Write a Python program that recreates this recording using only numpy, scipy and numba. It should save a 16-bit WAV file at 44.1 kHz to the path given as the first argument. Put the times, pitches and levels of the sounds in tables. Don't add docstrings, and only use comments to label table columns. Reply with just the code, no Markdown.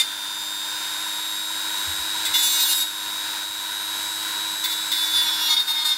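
import sys
import numpy as np
from scipy import signal
from scipy.fft import rfft, irfft
from scipy.io import wavfile
from scipy.ndimage import uniform_filter1d, map_coordinates
from numba import njit

SR = 44100
rng = np.random.default_rng(int(sys.argv[2]) if len(sys.argv) > 2 else 0)


def put_to_file(sound):
    columns = np.atleast_2d(sound).T
    safe = np.clip(columns, -1, 1)
    whole_steps = np.round(safe * 32767)
    wavfile.write(sys.argv[1], SR, whole_steps.astype(np.int16))


def elevation(decibels):
    levels = np.asarray(decibels, float)
    return 10 ** (levels / 20)


N = 263277
TIME = np.arange(N) / SR
SLOTS = 12
PULL_HZ, PULL_PEAK_S = 100.2, 0.0083
KNOCK_FADE_S = 0.0068
REGRIP_S = [
    1.0,
    4.0,
    5.25,
    5.49,
]


def unit(x):
    return x / np.sqrt(np.mean(x ** 2))


def curve(table):
    seconds, values = np.transpose(table)
    return np.interp(TIME, seconds, values)


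@njit
def svf(x, hz, width):
    y, b, l = np.empty(len(x)), 0., 0.
    for i in range(len(x)):
        g = np.tan(np.pi * hz[i] / SR)
        k = width[i] / hz[i]
        v = (b + g * (x[i] - l)) / (1 + g * (g + k))
        b = 2 * v - b
        l = l + 2 * g * v
        y[i] = k * v
    return y


def band(x, hz, width):
    return svf(x, np.full(N, 1. * hz), np.full(N, 1. * width))


def lift(x, modes):
    return x + sum((elevation(db) - 1) * band(x, hz, width) for hz, width, db in modes)


def walk(rate):
    hold = int(SR / rate)
    held = np.repeat(rng.standard_normal(N // hold + 1), hold)
    return 1.3 * uniform_filter1d(uniform_filter1d(held, hold), hold)[:N]


def air(air_db):
    # pitch_hz, level_db (per Hz)
    colour_points = [(18, -56), (30, -15.5), (256, -13.5), (316, -11), (360, -12), (506, -14), (790, -10.5),
                     (974, -1.5), (1170, -12.5), (1520, -2.5), (2140, -6.5), (3800, -7.5), (5060, -8.5),
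                     (11700, -11), (15600, -14)]
    # pitch_hz, width_hz, level_db (over the air)
    housing = [(1007, 163, 7.5), (1417, 374, 8), (2357, 37, 6.5), (3780, 1080, 8.5)]
    hz = np.maximum(np.arange(N // 2 + 1) * SR / N, 1)
    point_hz, point_db = np.array(colour_points).T
    colour = elevation(np.interp(np.log(hz), np.log(point_hz), point_db))
    rush = irfft(rfft(rng.standard_normal(N)) * colour, N)
    rush = lift(rush, housing)
    shake = 1 + 0.038 * np.cos(2 * np.pi * PULL_HZ * (TIME - PULL_PEAK_S - .002))
    return unit(rush) * shake * elevation(air_db + 4.5 + 0.89 * walk(9.9))


def bumps():
    # start_s, level_db, pitch_hz, length_s
    thuds = [
        (1.687, -57, 70.0, 0.15),
        (1.868, -36, 83, 0.124),
        (1.983, -44, 64.6, 0.112),
        (2.277, -47, 89, 0.104),
        (2.43, -56.5, 84, 0.164),
        (5.127, -49.5, 87, 0.198),
    ]
    out = np.zeros(N)
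    for start, db, hz, length in thuds:
        t = np.clip(TIME - start, 0, None) / length
        swell = 8 * t * np.exp(1 - 8 * t)
        out += elevation(db) * swell * np.sin(2 * np.pi * hz * length * t)
    return out


def slot_whine(turn, hz, near_db):
    # multiple of the pull rate, level_db
    throb = [
        (-2, -6),
        (-1, -1),
        (1, -1),
        (2, -7),
    ]
    tilt_s, tilt_takes_s, tilt_db = 5.5, .1, -7
    slot_db = -31.5 + 0.91 * near_db
    slot_db = slot_db + tilt_db / (1 + np.exp((tilt_s - TIME) / tilt_takes_s))
    below_db = slot_db - 9 - 2.5 * np.clip(hz - 318, 0, None) + walk(2.6)
    above_db = slot_db - 18.5 + 1.3 * np.abs(hz - 311)
    pull = 2 * np.pi * PULL_HZ * (TIME - PULL_PEAK_S)
    beat = elevation(slot_db)
    for k, db in throb:
        side_db = below_db if k < 0 else above_db
        beat = beat + elevation(db + side_db) * np.exp(1j * k * pull)
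    return elevation(.5 * walk(12)) * np.real(beat * np.exp(2j * np.pi * SLOTS * turn))


def shaft_tones(turn, hz, near_db):
    # multiple of the shaft speed, level_db
    tones = [(1, -20), (2, -30), (3, -19), (6, -26), (11, -15), (13, -24), (14, -21), (15, -18), (16, -14),
             (19, -26), (20, -18), (21, -21), (22, -24), (23, -24), (24, -9), (25, -20), (26, -25),
             (27, -23), (28, -15), (29, -16), (30, -22), (31, -26), (32, -21), (34, -23), (35, -23),
             (36, -13), (37, -18), (39, -25), (40, -23), (43, -26), (44, -26), (48, -21)]
    rise = {1: 0.09, 16: -0.26, 24: 0.32, 28: 0.2, 36: 0.08, 48: -0.43}
    usual_hz = 316
    out = 0
    for k, db in tones:
        waver_db = min(k / 8, 1.4) * walk(6) + rise.get(k, 0) * (hz - usual_hz)
        out = out + elevation(db + waver_db) * np.cos(2 * np.pi * (k * turn + rng.random()))
    return elevation(-32 + near_db) * out


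def whine(turn, hz, near_db):
    return np.sqrt(2) * (slot_whine(turn, hz, near_db) + shaft_tones(turn, hz, near_db))


def stone(turn):
    cells = 140
    fresh = rng.standard_normal((int(turn[-1]) + 2, cells))
    rim = signal.lfilter([1], [1, -.94], fresh, axis=0)
    angle = turn % 1
    bite = np.exp(-angle / .4)
    held = map_coordinates(rim, [np.floor(turn), angle * (cells - 1)], order=3)
    snap = 0
    for k in range(18, 51):
        snap = snap - elevation(3.0 * walk(25)) * np.cos(2 * np.pi * (k * turn + .15 * walk(3)))
    held = unit(unit(bite * held) + 1.1 * unit(snap))
    loose = unit(bite * rng.standard_normal(N))
    return held, loose


def dabs(hz):
    # start_s, length_s, ring_db, main_mode_hz, grit_db
    early_dabs = [(-.012, 0.028, -18.5, 3600, -35.5), (2.249, .022, -25, 3440, -32.5),
                  (2.336, 0.029, -15.5, 3610, -32), (2.363, 0.068, -25.5, 3440, -29),
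                  (2.423, 0.051, -21.5, 3640, -27.5), (2.468, 0.11, -22.5, 3700, -29.5),
                  (2.579, 0.061, -18.5, 3920, -27.5), (2.647, 0.029, -28, 3500, -29),
                  (2.676, 0.057, -20.5, 3900, -26), (2.741, 0.052, -32, 3780, -29),
                  (2.796, 0.032, -26, 3780, -32.5)]
    # start_s, length_s, ring_db, main_mode_hz, grit_db
    late_dabs = [(4.637, 0.021, -24.5, 3520, -30), (4.695, 0.042, -28.5, 3520, -35),
                 (4.747, .08, -39.5, 3520, -60), (4.914, 0.0095, -25, 3520, -32),
                 (4.925, 0.12, -25, 3510, -38.5), (5.043, 0.095, -28.5, 3560, -39),
                 (5.13, 0.086, -18.5, 3540, -35.5), (5.214, .04, -30, 3470, -36),
                 (5.255, 0.037, -22.5, 3470, -39), (5.298, 0.085, -27.5, 3480, -40),
                 (5.377, .11, -21.5, 3560, -34.5), (5.489, 0.052, -16, 3614, -35),
                 (5.563, 0.016, -16.5, 3620, -45), (5.591, 0.023, -25, 3690, -39),
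                 (5.669, 0.048, -23, 3640, -35.5), (5.73, 0.026, -29, 3660, -43),
                 (5.748, 0.085, -21.5, 3600, -47), (5.843, 0.033, -19.5, 3670, -33),
                 (5.882, 0.028, -24, 3630, -38), (5.909, .03, -20, 3650, -51),
                 (5.95, 0.036, -33, 3650, -55)]
    lifted_s = .058
    land_s, swell, release_s = .006, 0.37, 0.013
    mode_width_hz = 240
    multiples = np.arange(SLOTS - 1, SLOTS + 2)[:, None]
    grit_share = np.array([[0.25], [0.66], [1]])
    main, scrape, knock, ended = np.zeros((3, N)), np.zeros((3, N)), np.zeros(N), 0
    for start, length, ring_db, mode_hz, grit_db in early_dabs + late_dabs:
        lands = start - ended > lifted_s or start < 0
        ended = start + length
        t = TIME - start
        rise = np.clip(t / (land_s if lands else swell * length), 0, 1)
        shape = rise * np.exp(-np.clip(t - length, 0, None) / release_s)
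        detune = 2 * (multiples * hz - mode_hz) / mode_width_hz
        main += elevation(ring_db) * shape / (1 + detune ** 2)
        scrape += elevation(ring_db + (grit_db - ring_db) * grit_share) * shape
        knock += lands * elevation(grit_db) * rise * np.exp(-np.clip(t, 0, None) / KNOCK_FADE_S)
    return main, scrape, knock


def chatter():
    # start_s, length_s, level_db
    bouts = [
        (4.917, 0.028, -20),
        (5.113, 0.083, -33),
    ]
    bounce = np.cumsum(88 * (1 + 0.24 * walk(60))) / SR % 1
    gate = 2 * uniform_filter1d(np.exp(-bounce / 0.32), size=60)
    size = 0
    for start, length, db in bouts:
        progress = np.clip((TIME - start) / length, 0, 1)
        size = size + elevation(db) * np.sqrt(np.sin(np.pi * progress).clip(0))
    return gate * size


def ring(turn, loose, main, scrape, stray):
    # multiple of the turn, then level_db in each of five grips
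    grips = [(3, -25, -25, -25, -18, -14), (4, -25, -25, -25, -18, -14), (5, -25, -22, -16, -16, -18),
             (6, -18, -19, -14, -17, -20), (7, -4, -17, -12, -15, -8), (8, -9, -16, -20, -19, -23),
             (9, -18, -9, -15, -9, -17), (10, -13, -14, -25, -12, -20), (13, -11, -4, -2, 0, -6),
             (14, -8, -7, -4, -7, -1), (15, -8, -8, -9, -13, -12), (16, -13, -10, -11, -13, -13),
             (17, -15, -9, -10, -7, -7), (18, -16, -13, -11, -7, -17), (19, -21, -8, -17, -15, -15)]
    main_tones = 0
    for k, size in enumerate(main, start=SLOTS - 1):
        main_tones = main_tones + size * elevation(walk(60)) * np.sin(2 * np.pi * k * turn)
    grip = np.searchsorted(REGRIP_S, TIME)
    other_tones = 0
    for k, *dbs in grips:
        level = elevation(np.array(dbs)[grip] + 3.3 * walk(28))
        phase = k * turn + rng.random() + .06 * walk(70)
        other_tones = other_tones + level * np.sin(2 * np.pi * phase)
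    mode = unit(band(band(loose, 3620, 190), 3620, 190))
    around = unit(band(band(loose, 3700, 3000), 3700, 3000))
    clang = mode + elevation(-7) * around
    return np.sqrt(2) * (main_tones + scrape * other_tones) + stray * clang


def landing_ding(loose, knock):
    ding = signal.lfilter([1 / (KNOCK_FADE_S * SR)], [1, -np.exp(-1 / (.035 * SR))], knock)
    return elevation(3) * ding * unit(band(loose, 2100, 60))


def grit_rasp(held, loose, sizes, knock):
    # pitch_hz, width_hz, level_db
    part = [(7400, 700, 0), (9100, 800, 1), (10800, 700, -2), (12600, 1100, 1), (14200, 1100, 0)]
    # low_edge_hz, high_edge_hz
    rasp_bands = [
        (5600, 9600),
        (9600, 16500),
    ]
    share = np.clip(.13 * (1 + 0.54 * walk(20)), 0, 1)
    grit = np.sqrt(1 - share) * held + np.sqrt(share) * loose
    grit = grit + sum(elevation(db + 5.5 * walk(18)) * band(grit, hz, width) for hz, width, db in part)
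    out = 0
    for size, edges in zip(sizes, rasp_bands):
        rasp = signal.sosfiltfilt(signal.butter(2, edges, "band", fs=SR, output="sos"), grit)
        even = rasp / np.sqrt(uniform_filter1d(rasp ** 2, size=1400))
        flecks = elevation(1.2 * walk(30))
        out = out + (size + elevation(-1.5) * knock) * flecks * even
    return out


def grind(turn, hz):
    # other_tones_db, middle_rasp_db, loose_clang_db
    grip_levels = [
        (-4, 0, -9),
        (-8.5, -4.5, -10.5),
        (-8.5, -11.5, -8),
        (-7, -11, -20),
        (-6.5, -5, -9),
    ]
    held, loose = stone(turn)
    main, (other, middle, high), knock = dabs(hz)
    grip = np.searchsorted(REGRIP_S, TIME)
    other_gain, middle_gain, clang_gain = elevation(np.array(grip_levels)[grip].T)
    stray = clang_gain * other + elevation(3) * knock + chatter()
    ringing = ring(turn, loose, main, other_gain * other, stray)
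    rasp = grit_rasp(held, loose, (middle_gain * middle, high), knock)
    return ringing + landing_ding(loose, knock) + rasp


def scene():
    # time_s, speed_hz (turns per second)
    speed = [(0, 299.7), (.25, 303.5), (.6, 308.4), (1, 312.5), (1.6, 316.6), (2.3, 319.1), (2.76, 314.8),
             (2.9, 314.9), (3.5, 317.7), (4.1, 319.6), (4.62, 320.4), (4.92, 319.5), (5.1, 317.6),
             (5.42, 312.4), (5.5, 308.9), (5.64, 307.0), (5.77, 306.8), (5.97, 304.1)]
    # time_s, nearness_db
    near = [(0, -2), (.15, -4), (.32, -2.5), (.4, -1.4), (1.1, 0.04), (1.5, 0.6), (2.2, 1.4), (2.7, 0.8),
            (2.9, -2.3), (3.25, -0.2), (3.5, -2.5), (4, 0.45), (4.5, 0.4), (5.1, 1.1), (5.5, 0.1),
            (5.65, -4.5), (5.8, -2), (5.97, -3.5)]
    hz = curve(speed)
    turn = np.cumsum(hz) / SR
    near_db = curve(near)
    grinding = grind(turn, hz)
    tail = rng.standard_normal(6000) * elevation(-60 * TIME[:6000] / 0.8)
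    room = elevation(-44) * signal.fftconvolve(grinding, tail)[:N]
    motor = whine(turn, hz, near_db) + air(-36 + near_db)
    return (motor + grinding + room + bumps())[None]


def roll_off(x):
    return signal.sosfilt(signal.butter(12, 16550, fs=SR, output="sos"), x)


def record(dry):
    no_bass = signal.sosfilt(signal.butter(4, 48, "high", fs=SR, output="sos"), dry)
    mix = signal.sosfiltfilt(signal.ellip(10, .1, 60, 15740, fs=SR, output="sos"), no_bass)
    return roll_off(mix)


dry = scene()
out = record(dry)
put_to_file(out)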